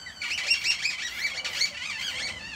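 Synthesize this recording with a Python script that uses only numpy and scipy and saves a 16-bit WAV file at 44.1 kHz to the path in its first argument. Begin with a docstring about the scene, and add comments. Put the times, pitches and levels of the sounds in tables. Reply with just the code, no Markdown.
"""Civets squabbling in a cage

Two civets call in a wire cage in a small brick room, close to a mono microphone. One squeals in rapid
arches of pitch, a harmonic source filtered by throat and mouth, clear at the top and rasping when low;
the other holds a thin whine at first. Hisses, thin squeaks, scuffling and soft bumps go with the calls.
The cage resonates and the walls reverberate briefly over a low background rumble."""
import sys
import numpy as np
from scipy import signal
from scipy.fft import rfft, irfft, next_fast_len
from scipy.io import wavfile
from scipy.ndimage import uniform_filter1d, map_coordinates

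SR = 44100
rng = np.random.default_rng(int(sys.argv[2]) if len(sys.argv) > 2 else 0)


def to_wav(s):
    """Save 16-bit WAV."""
    ch = np.atleast_2d(s).T  # columns
    pcm = np.round(np.clip(ch, -1, 1) * 32767)  # PCM
    wavfile.write(sys.argv[1], SR, pcm.astype(np.int16))


N = 112454
TIME_S = np.arange(N) / SR
BAND_LIMIT_HZ = 15750


def amp(db):
    """Amplitude ratio of a level in decibels."""
    return 10 ** (np.asarray(db) / 20)


def level_at(spectrum, hz):
    """Spectral envelope: levels interpolated on a logarithmic frequency axis."""
    freq_hz, level_db = np.transpose(spectrum)
    return np.interp(np.log(hz + 1), np.log(freq_hz + 1), level_db)


def contours(rows):
    """Linear interpolation in time of each column after the first."""
    time_s, *columns = np.transpose(rows)
    return [np.interp(TIME_S, time_s, column) for column in columns]


def gate(start, end, attack_s, release_s):
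    """Trapezoidal envelope: rises from start, falls after end."""
    return np.clip((TIME_S - start) / attack_s, 0, 1) * np.clip(1 + (end - TIME_S) / release_s, 0, 1)


def swell(start, end):
    """Half-sine envelope from start to end."""
    return np.sin(np.pi * np.clip((TIME_S - start) / (end - start), 0, 1))


def wobble(knots_per_s):
    """Random modulation: a spline through Gaussian values."""
    return map_coordinates(rng.standard_normal(4096), [TIME_S * knots_per_s], mode="mirror")


def filtered(x, response):
    """Linear filtering: the spectrum is multiplied by a frequency response."""
    size = next_fast_len(N + SR // 4)
    return irfft(rfft(x, size) * response(np.fft.rfftfreq(size, 1 / SR)), size)[..., :N]


def noise(spectrum):
    """Spectral shaping of white noise, scaled to rms 1."""
    shaped = filtered(rng.standard_normal(N), lambda hz: amp(level_at(spectrum, hz)))
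    return shaped / np.sqrt(np.mean(shaped ** 2) + 1e-20)


# spectra of the rumble and the room air: frequency_hz, gain_db
RUMBLE_SPECTRUM = [(22, -24), (60, 1), (100, 3), (119, -10), (160, -0.5), (280, -5), (1500, -61)]
AIR_SPECTRUM = [(100, -43.5), (600, 1), (2000, -0.5), (3600, -13.5), (7000, -11), (15000, -33)]
# envelope of the rumble: time_s, level_db
RUMBLE_LEVELS = [(0.0, -57), (2.12, -55), (2.22, -50)]

def background():
    """Ambient noise: a low rumble that rises near the end, and faint steady room air."""
    level_db, = contours(RUMBLE_LEVELS)
    return noise(RUMBLE_SPECTRUM) * amp(level_db) + noise(AIR_SPECTRUM) * amp(-53)


def room(x, t60_s=0.22, tail_db=-2, walls_db=-4, spread_s=0.018, predelay_s=0.003):
    """Reverberation: convolution with early wall reflections and an exponentially decaying diffuse tail."""
    t = np.arange(SR // 2) / SR
    tail = rng.standard_normal(len(t)) * amp(-60 * t / t60_s)
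    delays = (rng.random(10) * spread_s * SR).astype(int)
    walls = np.bincount(delays, rng.standard_normal(10), len(t))
    response = amp(tail_db) * tail / np.linalg.norm(tail) + amp(walls_db) * walls / np.linalg.norm(walls)
    return signal.fftconvolve(x, np.pad(response, (int(predelay_s * SR), 0)))[:N]


# narrow resonances of the cage: frequency_hz, gain_db
CAGE_MODES = [(2129, 3.5), (2305, 9.5), (2502, 3), (4315, 9), (4470, 7)]

def cage(x, bandwidth_hz=15.2):
    """Sympathetic resonance: each mode rings on when a sound sweeps through its frequency."""
    def response(hz):
        damping = 1j * hz * bandwidth_hz
        return sum(amp(db) * damping / (mode_hz ** 2 - hz ** 2 + damping) for mode_hz, db in CAGE_MODES)
    return filtered(x, response)


# soft bumps on the cage floor: start_s, level_db
BUMPS = [(0.452, -43), (1.555, -47), (1.708, -44.5)]

def bumps(pitch_hz=577, t60_s=0.22, attack_s=0.0057):
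    """Damped free vibration: the soft impact of a body excites one mode of the cage floor."""
    out = np.zeros(N)
    for start, level_db in BUMPS:
        age = np.maximum(TIME_S - start, 0)
        envelope = amp(level_db - 60 * age / t60_s) * (1 - np.exp(-age / attack_s))
        out += envelope * np.sqrt(2) * np.sin(2 * np.pi * pitch_hz * age)
    return out


# Gaussian swells of rubbing: centre_s, sigma_s, level_db
SCUFFLES = [(0.442, 0.032, -51.5), (1.436, 0.1, -50), (2.258, 0.11, -50)]
# spectrum of the rubbing: frequency_hz, gain_db
SCUFFLE_SPECTRUM = [(330, -10.5), (540, 9.5), (1300, -2.5), (8000, -44)]

def scuffles(flutter_db=1.4):
    """Friction noise: dull, uneven rubbing as the animals shift."""
    envelope = sum(amp(db) * np.exp(-.5 * ((TIME_S - at) / sigma) ** 2) for at, sigma, db in SCUFFLES)
    return noise(SCUFFLE_SPECTRUM) * envelope * amp(flutter_db * wobble(60))


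# puffs of hiss: start_s, end_s, level_db
HISSES = [(0.187, 0.486, -55), (0.54, 0.736, -49.5), (1.047, 1.324, -45.5), (1.44, 1.71, -46),
          (1.957, 2.172, -49)]
# spectrum of the hiss: frequency_hz, gain_db
HISS_SPECTRUM = [(900, 4.5), (2200, 16), (4600, 3), (7000, -1), (10000, -3.5), (15500, -1)]

def hisses():
    """Turbulence noise: air forced through the mouth swells and fades."""
    return noise(HISS_SPECTRUM) * sum(amp(db) * swell(start, end) for start, end, db in HISSES)


# thin whistling squeaks: start_s, end_s, pitch_hz, level_db
SQUEAKS = [(1.396, 1.406, 2980, -33.5), (2.078, 2.366, 8290, -55.5)]

def squeaks(pitch_drift=0.0074):
    """Pure tones with slight random frequency modulation, each swelling and fading."""
    warped_s = np.cumsum(1 + pitch_drift * wobble(90)) / SR
    return sum(amp(db) * swell(start, end) * np.sqrt(2) * np.sin(2 * np.pi * hz * warped_s)
               for start, end, hz, db in SQUEAKS)


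# contour of the other civet's whine: time_s, pitch_hz, relative_level_db
WHINE_CONTOUR = [(0.0, 1553, -52), (0.045, 1510, -60.5), (0.135, 1557, -59), (0.25, 1440, -56)]
# its harmonics, from the fundamental upward: gain_db
WHINE_HARMONICS = [-2.5, -0.5, 3.5, -5.5, -5, -27, -30, -23]

def whine(jitter=0.009, gain_db=2.5):
    """A harmonic series on a nearly level fundamental; frequency jitter makes the thin note quaver."""
    pitch_hz, level_db = contours(WHINE_CONTOUR)
    phase = 2 * np.pi * np.cumsum(pitch_hz * (1 + jitter * wobble(518.4))) / SR
    tone = np.sqrt(2) * sum(amp(db) * np.sin(k * phase) for k, db in enumerate(WHINE_HARMONICS, 1))
    envelope = gate(WHINE_CONTOUR[0][0], WHINE_CONTOUR[-1][0], attack_s=0.00068, release_s=0.035)
    return tone * amp(level_db + gain_db) * envelope


# response of the squealer's throat and mouth: frequency_hz, gain_db
TRACT_RESPONSE = [(1000, -20), (1500, -15.5), (2000, -4.5), (2700, -1), (3300, 0.5), (3800, -8), (4400, 7),
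                  (5000, -2), (5500, 2.5), (7000, -1), (8300, -12), (10500, -25), (14000, -26)]

def vocal_tract_db(hz, pitch_hz, lowness, mouth_db, formant_db=7, sigma_octaves=0.54):
    """Formant filtering: as pitch climbs, the main resonance rises and the opening mouth lifts the treble."""
    formant_hz = np.interp(lowness, [0, 1], [2560, 2180])
    peak_db = formant_db * np.exp(-.5 * (np.log2(hz / formant_hz) / sigma_octaves) ** 2)
    lift_db = mouth_db + 9 * np.log2(pitch_hz / 2250)
    treble_share = np.interp(hz, [1500, 5000], [0, 1])
    return level_at(TRACT_RESPONSE, hz) + peak_db + lift_db * treble_share


def voiced_tone(phase, pitch_hz, lowness, mouth_db, doubling, tilt_db_per_octave=-4.5):
    """Source-filter model: the tract weights the harmonics; period doubling adds lines between them."""
    def gain(order):
        hz = order * pitch_hz
        level_db = vocal_tract_db(hz, pitch_hz, lowness, mouth_db) + tilt_db_per_octave * np.log2(order)
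        return amp(level_db) * (hz < BAND_LIMIT_HZ)

    def partials(order):
        return (gain(order) * np.sin(order * phase)).sum(0)

    harmonics = np.arange(1, 13)[:, None]
    harmonic_rms = np.sqrt((gain(harmonics) ** 2).sum(0) / 2)
    return (partials(harmonics) + doubling * partials(harmonics + .5)) / harmonic_rms


# one contour for each squeal: time_s, pitch_hz, relative_level_db
SQUEAL_CONTOURS = [
    [(0.061, 2055, -42), (0.085, 1898, -39), (0.115, 1664, -58)],
    [(0.213, 2487, -55), (0.218, 2422, -33.5), (0.228, 1910, -41), (0.24, 1370, -36), (0.258, 944, -35)],
    [(0.275, 953, -28), (0.298, 1545, -41.5), (0.311, 2384, -31.5), (0.338, 2900, -34.5),
     (0.355, 3075, -36.5), (0.372, 2892, -83), (0.377, 2574, -26), (0.386, 2130, -34), (0.395, 1388, -37.5),
     (0.41, 980, -35.5)],
    [(0.425, 931, -34), (0.462, 1499, -38.5), (0.483, 2392, -30), (0.505, 2752, -23), (0.529, 2765, -23),
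     (0.537, 2398, -35), (0.546, 1716, -35.5), (0.565, 1124, -35.5)],
    [(0.605, 947, -31), (0.635, 1552, -44), (0.65, 2124, -31), (0.664, 2540, -28), (0.68, 2756, -28.5),
     (0.703, 2787, -21.5), (0.711, 2456, -33.5), (0.721, 1582, -33.5), (0.745, 1059, -40)],
    [(0.775, 856, -43), (0.815, 1425, -38.5), (0.84, 2140, -36), (0.858, 2476, -23.5), (0.874, 2595, -34.5),
     (0.897, 2458, -31.5), (0.907, 1942, -37), (0.918, 1308, -41), (0.94, 1021, -38.5)],
    [(0.97, 973, -40.5), (0.995, 1348, -41), (1.018, 1606, -38.5), (1.035, 1920, -37), (1.068, 1930, -36.5),
     (1.085, 1432, -39.5), (1.105, 1312, -52)],
    [(1.105, 1311, -52.5), (1.175, 1430, -45.5), (1.198, 1875, -37), (1.25, 2340, -33),
     (1.268, 2014, -34.5), (1.285, 1554, -43.5), (1.31, 1062, -38)],
    [(1.325, 1031, -46), (1.355, 1596, -43), (1.382, 2285, -35.5), (1.44, 2450, -91), (1.446, 2370, -31.5),
     (1.455, 1541, -34.5), (1.47, 1218, -36), (1.505, 1063, -43)],
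    [(1.52, 879.6, -44), (1.548, 1007, -35), (1.592, 1814, -37.5), (1.622, 2243, -27), (1.65, 2287, -32.5),
     (1.663, 1522, -39), (1.695, 1054, -46.5)],
    [(1.715, 1076, -50), (1.75, 891, -45.5), (1.83, 1026, -38), (1.86, 1185, -38), (1.878, 1286, -38.5),
     (1.9, 1173, -37), (1.93, 929, -40), (1.965, 888, -41)],
    [(1.972, 985, -40.5), (2.012, 1049, -33), (2.03, 1586, -38.5), (2.052, 1673, -39.5),
     (2.075, 1536, -32.5), (2.095, 1413, -38.5), (2.112, 1062, -39), (2.13, 920, -42.5)],
    [(2.13, 957, -40.5), (2.18, 1113, -37), (2.2, 1603, -37), (2.228, 2140, -37.5), (2.25, 2256, -35),
     (2.268, 2253, -35.5), (2.283, 1494, -40.5), (2.3, 1025, -39.5), (2.335, 1025, -45)],
    [(2.35, 1063, -41.5), (2.41, 866, -47), (2.48, 927.4, -42), (2.545, 843, -43)],
]
# mouth opening in each squeal: treble_lift_db
MOUTH_OPENINGS = [-18, -4, -1.5, 5.5, 7, 2.5, 1, -3.5, 3, 7.5, 2, 2.5, 1.5, 2]
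# stretches of period doubling: start_s, end_s, subharmonic_gain_db
PERIOD_DOUBLINGS = [(0.983, 1.022, -1.5), (1.102, 1.179, 6), (1.711, 1.845, -6)]
# spectrum of the rasp: frequency_hz, gain_db
RASP_SPECTRUM = [(900, -20.5), (2100, 1), (3000, 1), (3800, 1), (4500, -18.5), (7000, -1), (11000, -25.5)]

def squeals(rough_hz=1112, clear_hz=2120, break_octaves_per_s=28, shimmer_db=2.5, gain_db=0.5):
    """Irregular phonation: low pitch and fast glides roughen the voice with jitter and pulsed noise."""
    out, rasp_noise = np.zeros(N), noise(RASP_SPECTRUM)
    jitter, waver, shimmer = wobble(450), wobble(90), amp(shimmer_db * wobble(160))
    doubling = sum(amp(db) * gate(start, end, 0.011, 0.007) for start, end, db in PERIOD_DOUBLINGS)
    for rows, mouth_db in zip(SQUEAL_CONTOURS, MOUTH_OPENINGS):
        (start, start_hz, _), end = rows[0], rows[-1][0]
        attack_s = np.interp(start_hz, [rough_hz, clear_hz], [0.012, 0.00068])  # a low start creeps in
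        envelope = gate(start, end, attack_s, release_s=0.035)
        on = envelope > 0
        pitch_hz, level_db = (uniform_filter1d(curve, size=130)[on] for curve in contours(rows))
        lowness = np.interp(pitch_hz, [rough_hz, clear_hz], [1, 0])
        octaves_per_s = np.abs(np.gradient(np.log2(pitch_hz))) * SR
        roughness = np.clip(0.66 * lowness + octaves_per_s / break_octaves_per_s, 0, 1)
        jitter_depth = np.interp(roughness, [0, 1], [0.0037, 0.021])
        detune = jitter_depth * jitter[on] + 0.0189 * lowness ** 2 * waver[on]
        phase = 2 * np.pi * np.cumsum(pitch_hz * (1 + detune)) / SR
        tone = voiced_tone(phase, pitch_hz, lowness, mouth_db, doubling[on])
        rasp_db = np.interp(roughness, [0, 1], [-35, -12.5])
        rasp = amp(rasp_db) * rasp_noise[on] * (1 + np.cos(phase))  # one puff each cycle
        out[on] += amp(level_db + gain_db) * envelope[on] * (tone + rasp)
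    return out * shimmer


def scene():
    """Superposition of the animals, cage, room and background, alike in both channels."""
    animals = squeals() + whine() + squeaks() + hisses() + scuffles()
    return np.tile(animals + cage(animals) + room(animals) + bumps() + background(), (2, 1))


def record(dry):
    """Ideal low-pass filtering: nothing passes above the band limit."""
    return filtered(dry, lambda hz: hz < BAND_LIMIT_HZ)


dry = scene()
out = record(dry)
to_wav(out)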